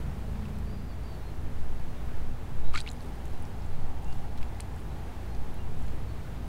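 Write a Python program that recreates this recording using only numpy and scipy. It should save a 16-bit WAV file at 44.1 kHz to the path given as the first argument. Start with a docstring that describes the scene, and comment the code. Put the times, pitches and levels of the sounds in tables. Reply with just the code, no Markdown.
"""Hauling a cast net on a calm lake

The wet line slaps the water beside a boat in a short double splash: trapped bubbles resonate and spray
patters down. Drops fall and the rope rustles and ticks by friction as it is hauled in hand over hand.
Far engines and traffic rumble, a distant bird whistles, and slow puffs of air press on the microphone."""
import sys
import numpy as np
from scipy import signal
from scipy.fft import rfft, irfft, next_fast_len
from scipy.io import wavfile
from scipy.ndimage import map_coordinates

SR = 44100
rng = np.random.default_rng(int(sys.argv[2]) if len(sys.argv) > 2 else 0)


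def inscribe(sig):
    """Save sig as 16-bit PCM at rate SR to the path in sys.argv[1].

    A 1-D sig is mono; a 2-D sig holds one channel per row.
    Samples are clipped to [-1, 1] before scaling.
    """
    pcm = np.round(np.clip(np.atleast_2d(sig).T, -1, 1) * 32767)
    wavfile.write(sys.argv[1], SR, pcm.astype(np.int16))


N = 285756

# running of the far engine: (time [s], shaft rate [Hz], gain [dB])
ENGINE_RUN = [(0, 28.81, 2), (1.5, 29.22, 0.5), (3.6, 29.14, -1), (5, 28.66, 0), (6.48, 28.62, 1)]
# its harmonics: (multiple of the shaft rate [1], level [dB])
SHAFT_HARMONICS = [(2, -42), (3, -48), (4, -56.5), (5, -53)]
# fading of a second motor: (time [s], level [dB])
MOTOR_FADE = [(0, -49.5), (.76, -48), (1.0, -61), (1.6, -66), (6.48, -103)]
# its partials: (frequency [Hz], relative level [dB])
MOTOR_PARTIALS = [(71, -3), (132, -1), (142, -3.5), (166, -10.5), (187, -1.5), (214.5, 0.5), (426, -10)]
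# traffic on the shore: (time [s], rumble level [dB], wash level [dB])
TRAFFIC_LEVELS = [(0, -39, -47.5), (.75, -40.5, -49), (1.0, -42.5, -49), (2.2, -40.5, -48),
                  (3.0, -41, -48.5), (4.2, -40.5, -49), (5.0, -40.5, -48), (6.48, -40.5, -48)]
# spectra of its deep rumble and broad wash: (frequency [Hz], relative density [dB])
RUMBLE_SPECTRUM = [(15, -13), (30, 1.5), (45, 1.5), (65, 1.5), (100, -1.5), (140, -4), (190, -8.5),
                   (260, -15), (400, -35.5), (800, -57.5)]
WASH_SPECTRUM = [(120, -7), (300, 2.5), (430, 1), (550, -2.5), (800, -3.5), (1200, -8), (1700, -11),
                 (2500, -15.5), (4400, -21.5), (5300, -24.5), (9000, -27.5), (15500, -31)]
# puffs of air on the microphone: (centre time [s], duration [s], level [dB])
AIR_PUFFS = [(1.68, 0.42, -23.5), (2.22, 0.24, -23), (2.67, .2, -15.5), (3.37, 0.16, -28.5),
             (3.81, 0.24, -21), (4.13, 0.22, -24), (4.41, .12, -24.5), (5.43, 0.12, -23.5),
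             (5.8, 0.49, -26.5)]
# flicks of the rope through the hands: (time [s], level [dB], centre frequency [Hz])
ROPE_FLICKS = [(.453, -54, 3200), (.586, -53, 7000), (3.255, -51, 7000), (4.127, -53, 5000),
               (4.376, -42.5, 2400), (4.384, -49, 3300), (4.413, -50, 2000), (4.429, -41, 2200),
               (5.348, -51, 3400), (5.825, -55, 6500), (5.882, -53, 4000)]
# pulls of the wet line through the fingers: (centre time [s], duration [s], level [dB])
ROPE_PULLS = [(3.05, .17, -67), (3.35, .26, -68), (3.65, .15, -70.5), (4.11, .22, -66.5),
              (4.39, .14, -71.5), (4.79, .14, -67.5), (5.83, .16, -67.5)]
# spectrum of the rubbing fibres: (frequency [Hz], relative density [dB])
FIBRE_SPECTRUM = [(1200, -28), (3000, 0), (5000, -8), (9000, -9), (12000, -12), (16000, -20)]
# double snap as the rope is gathered: (time [s], frequency [Hz], level [dB], 60 dB decay time [s])
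ROPE_SNAP = [(4.601, 2300, -29.5, 0.0025), (4.6051, 8460, -22.5, .0022), (4.606, 4310, -34.5, 0.0051)]
# the loudest air pockets and drops on the water: (time [s], frequency [Hz], level [dB])
TRAPPED_BUBBLES = [(.455, 2690, -42), (2.742, 1226, -25.5), (2.7500, 2800, -28.5), (2.7508, 7700, -32.5),
                   (2.7526, 1210, -29.5), (2.7545, 1816, -31), (2.757, 2200, -25.5), (2.7583, 1360, -26.5),
                   (2.7593, 4000, -25.5), (2.7742, 1480, -31.5), (2.7750, 4470, -26), (2.7770, 7440, -31.5),
                   (2.7775, 2330, -26.5), (2.7794, 3300, -31.5), (2.7826, 4400, -31), (2.7882, 4000, -29),
                   (2.7984, 4300, -35), (2.804, 3900, -27), (2.8046, 8000, -29), (2.813, 4650, -33),
                   (2.8134, 8540, -34), (2.864, 2230, -36), (2.872, 3600, -37), (2.8764, 2780, -28),
                   (2.8843, 2890, -41), (2.8894, 4020, -29.5), (2.9024, 7340, -38), (2.915, 6900, -36.5),
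                   (2.9166, 10000, -38), (2.932, 8900, -40), (3.007, 4400, -42), (3.017, 9250, -44),
                   (3.425, 9400, -38), (3.453, 5500, -44), (3.621, 5150, -47), (4.045, 6900, -44),
                   (4.127, 4550, -43), (4.762, 8200, -47), (4.803, 9400, -45), (5.543, 11100, -40)]
# bird notes: (time [s], duration [s], start frequency [Hz], end frequency [Hz], level [dB])
BIRD_NOTES = [(0.656, 0.12, 4520, 4840, -67), (.755, .13, 4820, 4880, -72.5), (.88, .055, 4780, 4310, -64),
              (1.027, 0.14, 4720, 4370, -64.5), (1.232, 0.072, 4130, 4230, -67),
              (2.63, 0.087, 3810, 3880, -65), (4.037, .1, 2700, 2830, -64), (5.28, .08, 4160, 4240, -70),
              (5.57, .1, 2850, 2660, -68), (6.07, .06, 4360, 4440, -68)]
# spray thrown up as the line slaps the water: (time [s], level [dB], hold time [s])
LINE_SLAPS = [(2.739, -47, 0.055), (2.873, -52.5, .012)]
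# spectrum of the falling spray: (frequency [Hz], relative density [dB])
SPRAY_SPECTRUM = [(700, -22), (1300, -1), (2400, 6), (4300, 3.5), (6000, -7), (9000, -6), (12000, -17),
                  (16000, -25)]

BUBBLE_CYCLES = 35.2  # periods in a 60 dB decay, so large, low bubbles ring longer


def amp(db):
    """Amplitude grows tenfold for every 20 dB."""
    return 10 ** (np.asarray(db) / 20)


def unit(x):
    """Normalisation to an rms of 1."""
    return x / np.sqrt(np.mean(x ** 2) + 1e-20)


def curves(rows):
    """Linear interpolation in time gives each later column one value per sample."""
    times, *columns = np.transpose(rows)
    return [np.interp(np.arange(N) / SR, times, column) for column in columns]


def wobble(rate):
    """Slow random modulation: a spline through `rate` random values a second."""
    knots = rng.standard_normal(int(N * rate / SR) + 4)
    return map_coordinates(knots, [np.arange(N) * rate / SR])


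def swells(rows):
    """Gaussian envelopes, one per row, sum to a gain curve."""
    t = np.arange(N) / SR
    return sum(amp(db) * np.exp(-(2 * (t - s) / length) ** 2) for s, length, db in rows)


def filtered(x, response):
    """Linear filtering multiplies the spectrum by a frequency response."""
    size = next_fast_len(len(x) + SR // 2)
    return irfft(rfft(x, size) * response(np.fft.rfftfreq(size, 1 / SR)), size)[:len(x)]


def coloured(x, spectrum):
    """Spectral shaping by (frequency [Hz], level [dB]) points, at rms 1."""
    f, db = np.transpose(spectrum)
    return unit(filtered(x, lambda hz: amp(np.interp(np.log(hz + 1), np.log(f), db))))


def band(x, centre_hz, width_hz):
    """Response of a damped resonator driven by x, at rms 1."""
    return unit(filtered(x, lambda f: 1j * f * width_hz / (centre_hz ** 2 - f * f + 1j * f * width_hz)))


def noise():
    """White noise has equal mean power at all frequencies."""
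    return rng.standard_normal(N)


def add(track, s, sound):
    """Superposition: a sound adds to the track from time s."""
    part = track[round(s * SR):][:len(sound)]
    part += sound[:len(part)]


def far_tone(hz, rate, depth):
    """Propagation over water modulates a tone's amplitude and phase; the result has rms 1."""
    phase = 2 * np.pi * (np.cumsum(hz * np.ones(N)) / SR + rng.random())
    in_phase = (1 + depth * wobble(rate)) * np.sin(phase)
    quadrature = depth * wobble(rate) * np.cos(phase)
    return unit(in_phase + quadrature)


def engines(hum_hz=241.6):
    """Periodic motion radiates harmonics of the shaft rate, beside a hum and a fading second motor."""
    shaft_hz, gain_db = curves(ENGINE_RUN)
    throb = sum(amp(db) * far_tone(k * shaft_hz, rate=9, depth=0.26) for k, db in SHAFT_HARMONICS)
    hum = amp(-57) * far_tone(hum_hz, rate=4.2, depth=0.25)
    drone = sum(amp(db) * far_tone(hz, rate=4.82, depth=0.22) for hz, db in MOTOR_PARTIALS)
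    return amp(gain_db) * throb + hum + amp(curves(MOTOR_FADE)[0]) * drone


def traffic(nearest_s=4.07, half_power_s=0.87, car_db=-53.5):
    """Over broadband traffic noise, one car's tyre sound spreads spherically, falling as 1 / distance."""
    rumble_db, wash_db = curves(TRAFFIC_LEVELS)
    rumble = amp(rumble_db) * coloured(noise(), RUMBLE_SPECTRUM)
    wash = amp(wash_db + 0.35 * wobble(6.9)) * coloured(noise(), WASH_SPECTRUM)
    distance = np.hypot(1, (np.arange(N) / SR - nearest_s) / half_power_s)  # 1 at closest approach
    tyres = amp(car_db + wobble(5)) / distance * band(band(noise(), 804, 230), 804, 230)
    return rumble + wash + tyres


def breeze(calm_db=-37.5):
    """Puffs of air load the microphone diaphragm with infrasonic pressure and a faint flutter above it."""
    swing = signal.hilbert(band(band(noise(), 6.5, 4.4), 6.62, 4.5))
    even_swing = np.sqrt(2) * np.cos(np.angle(swing))  # phase alone, so the amplitude is constant
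    pressure = filtered(even_swing, lambda hz: 1 / (1 + (hz / 17) ** 6))
    flutter = coloured(noise(), [(8, -40), (18, 7), (30, -14), (50, -12),
                                 (100, -25), (300, -48), (1000, -100)])
    return (amp(calm_db) + swells(AIR_PUFFS)) * (pressure + amp(-15) * flutter)


def far_chirps(count=60, low_hz=2400, high_hz=4800, floor_db=-77, length_s=0.058, glide=0.102):
    """Birds across the water chirp at random: faint, short linear frequency sweeps."""
    out, t = np.zeros(N), np.arange(round(length_s * SR)) / SR
    for when, pitch, slope, size in rng.random((count, 4)):
        start_hz = low_hz + pitch * (high_hz - low_hz)
        hz = start_hz * (1 + glide * (2 * slope - 1) * t / length_s)
        chirp = np.hanning(len(t)) * np.sin(2 * np.pi * np.cumsum(hz) / SR)
        add(out, when * N / SR, amp(floor_db + 10 * size) * chirp)
    return out


def patter(per_s, spectrum):
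    """Shot noise: tiny independent impacts of random size, at rms 1."""
    chance, size = rng.random(N), noise()
    return coloured(size * (chance < per_s / SR), spectrum)


def ringing_impact(hz, t60, rise=0.069, swell_cycles=0.5, click_db=1, click_cycles=0.45):
    """An impact clicks and excites a damped oscillation whose frequency climbs a little."""
    t = np.arange(SR // 16) / SR
    cycles = np.cumsum(hz * (1 + rise * np.minimum(t / t60, 1))) / SR
    envelope = amp(-60 * t / t60) * (1 - np.exp(-cycles / swell_cycles))
    click_hz = min(1.26 * hz, 8500)  # larger air pockets come from softer slaps
    age = click_hz * t / click_cycles
    click = amp(click_db) * age * np.exp(-age) * np.sin(2 * np.pi * click_hz * t)
    return envelope * np.sin(2 * np.pi * cycles) + click


def small_drops(flow, count, low_hz, high_hz, level_db, spread_db):
    """Drops excite bubble resonances of random pitch and size, at a rate proportional to the flow."""
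    out, share = np.zeros(N), np.cumsum(flow) / np.sum(flow)
    for k, (when, pitch, size) in enumerate(rng.random((count, 3))):
        s = np.searchsorted(share, (k + when) / count) / SR
        hz = low_hz * (high_hz / low_hz) ** pitch
        add(out, s, amp(level_db - spread_db * size) * ringing_impact(hz, BUBBLE_CYCLES / hz))
    return out


def rope(scuff_t60=0.017, band_ratio=1.3):
    """Friction in the hands makes the wet line rustle and scuff; it sheds drops and gives a double snap."""
    pull, t = swells(ROPE_PULLS), np.arange(SR // 16) / SR
    out = pull * patter(350, FIBRE_SPECTRUM)
    out += small_drops(pull, count=30, low_hz=6530, high_hz=11000, level_db=-50.5, spread_db=3)
    for s, db, hz in ROPE_FLICKS:
        spectrum = [(hz / 4, -25), (hz / band_ratio, 0), (hz * band_ratio, 0), (hz * 4, -20)]
        scuff = coloured(rng.standard_normal(len(t)), spectrum)
        add(out, s, amp(db - 60 * t / scuff_t60) * scuff)
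    for s, hz, db, t60 in ROPE_SNAP:
        add(out, s, amp(db) * ringing_impact(hz, t60))
    return out


def bubbles():
    """Bubble resonance: air trapped by an impact acts as a spring against the mass of the water."""
    out = np.zeros(N)
    for s, hz, db in TRAPPED_BUBBLES:
        add(out, s, amp(db) * ringing_impact(hz, BUBBLE_CYCLES / hz))
    return out


def bird(quaver=0.00513, arch=0.009, fade_s=0.016):
    """Frequency modulation of a pure tone makes each whistle an arched, quavering glide."""
    out, t = np.zeros(N), np.arange(N) / SR
    waver = 1 + quaver * wobble(200)
    for s, length, start_hz, end_hz, db in BIRD_NOTES:
        progress = np.clip((t - s) / length, 0, 1)
        hz = (start_hz + (end_hz - start_hz) * progress) * (1 + arch * np.sin(np.pi * progress))
        gate = np.minimum(np.minimum(progress, 1 - progress) * length / fade_s, 1)
        out += gate * amp(db) * np.sqrt(2) * np.sin(2 * np.pi * np.cumsum(hz * waver) / SR)
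    return out


def spray(attack_s=0.005, release_s=0.011):
    """Droplet impacts around each slap merge into shot noise, among a few small ringing bubbles."""
    flow, t = np.zeros(N), np.arange(N) / SR
    for s, db, hold in LINE_SLAPS:
        before, after = np.maximum(s - t, 0), np.maximum(t - s - hold, 0)
        flow += amp(db) * np.exp(-before / attack_s - after / release_s)
    hiss = flow * patter(5000, SPRAY_SPECTRUM)
    return hiss + small_drops(flow, count=12, low_hz=1920, high_hz=5000, level_db=-40.5, spread_db=6)


def echoed(x, t60, wet_db):
    """Reverberation: diffuse reflections add an exponentially decaying tail."""
    t = np.arange(SR // 2) / SR
    tail = rng.standard_normal(len(t)) * amp(-60 * t / t60)
    return x + amp(wet_db) * signal.fftconvolve(x, tail / np.linalg.norm(tail))[:N]


def scene():
    """The sources superpose; near sounds scatter off the hull and birdsong reflects along the bank."""
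    near = echoed(bubbles() + spray() + rope(), t60=0.043, wet_db=-10.5)
    birds = echoed(bird() + far_chirps(), t60=0.4, wet_db=-5)
    return (near + birds + engines() + traffic() + breeze())[None]


def record(dry):
    """Band limiting: an ideal low-pass filter removes everything above 15.8 kHz."""
    return filtered(dry[0], lambda hz: hz < 15800)[None]


dry = scene()
out = record(dry)
inscribe(out)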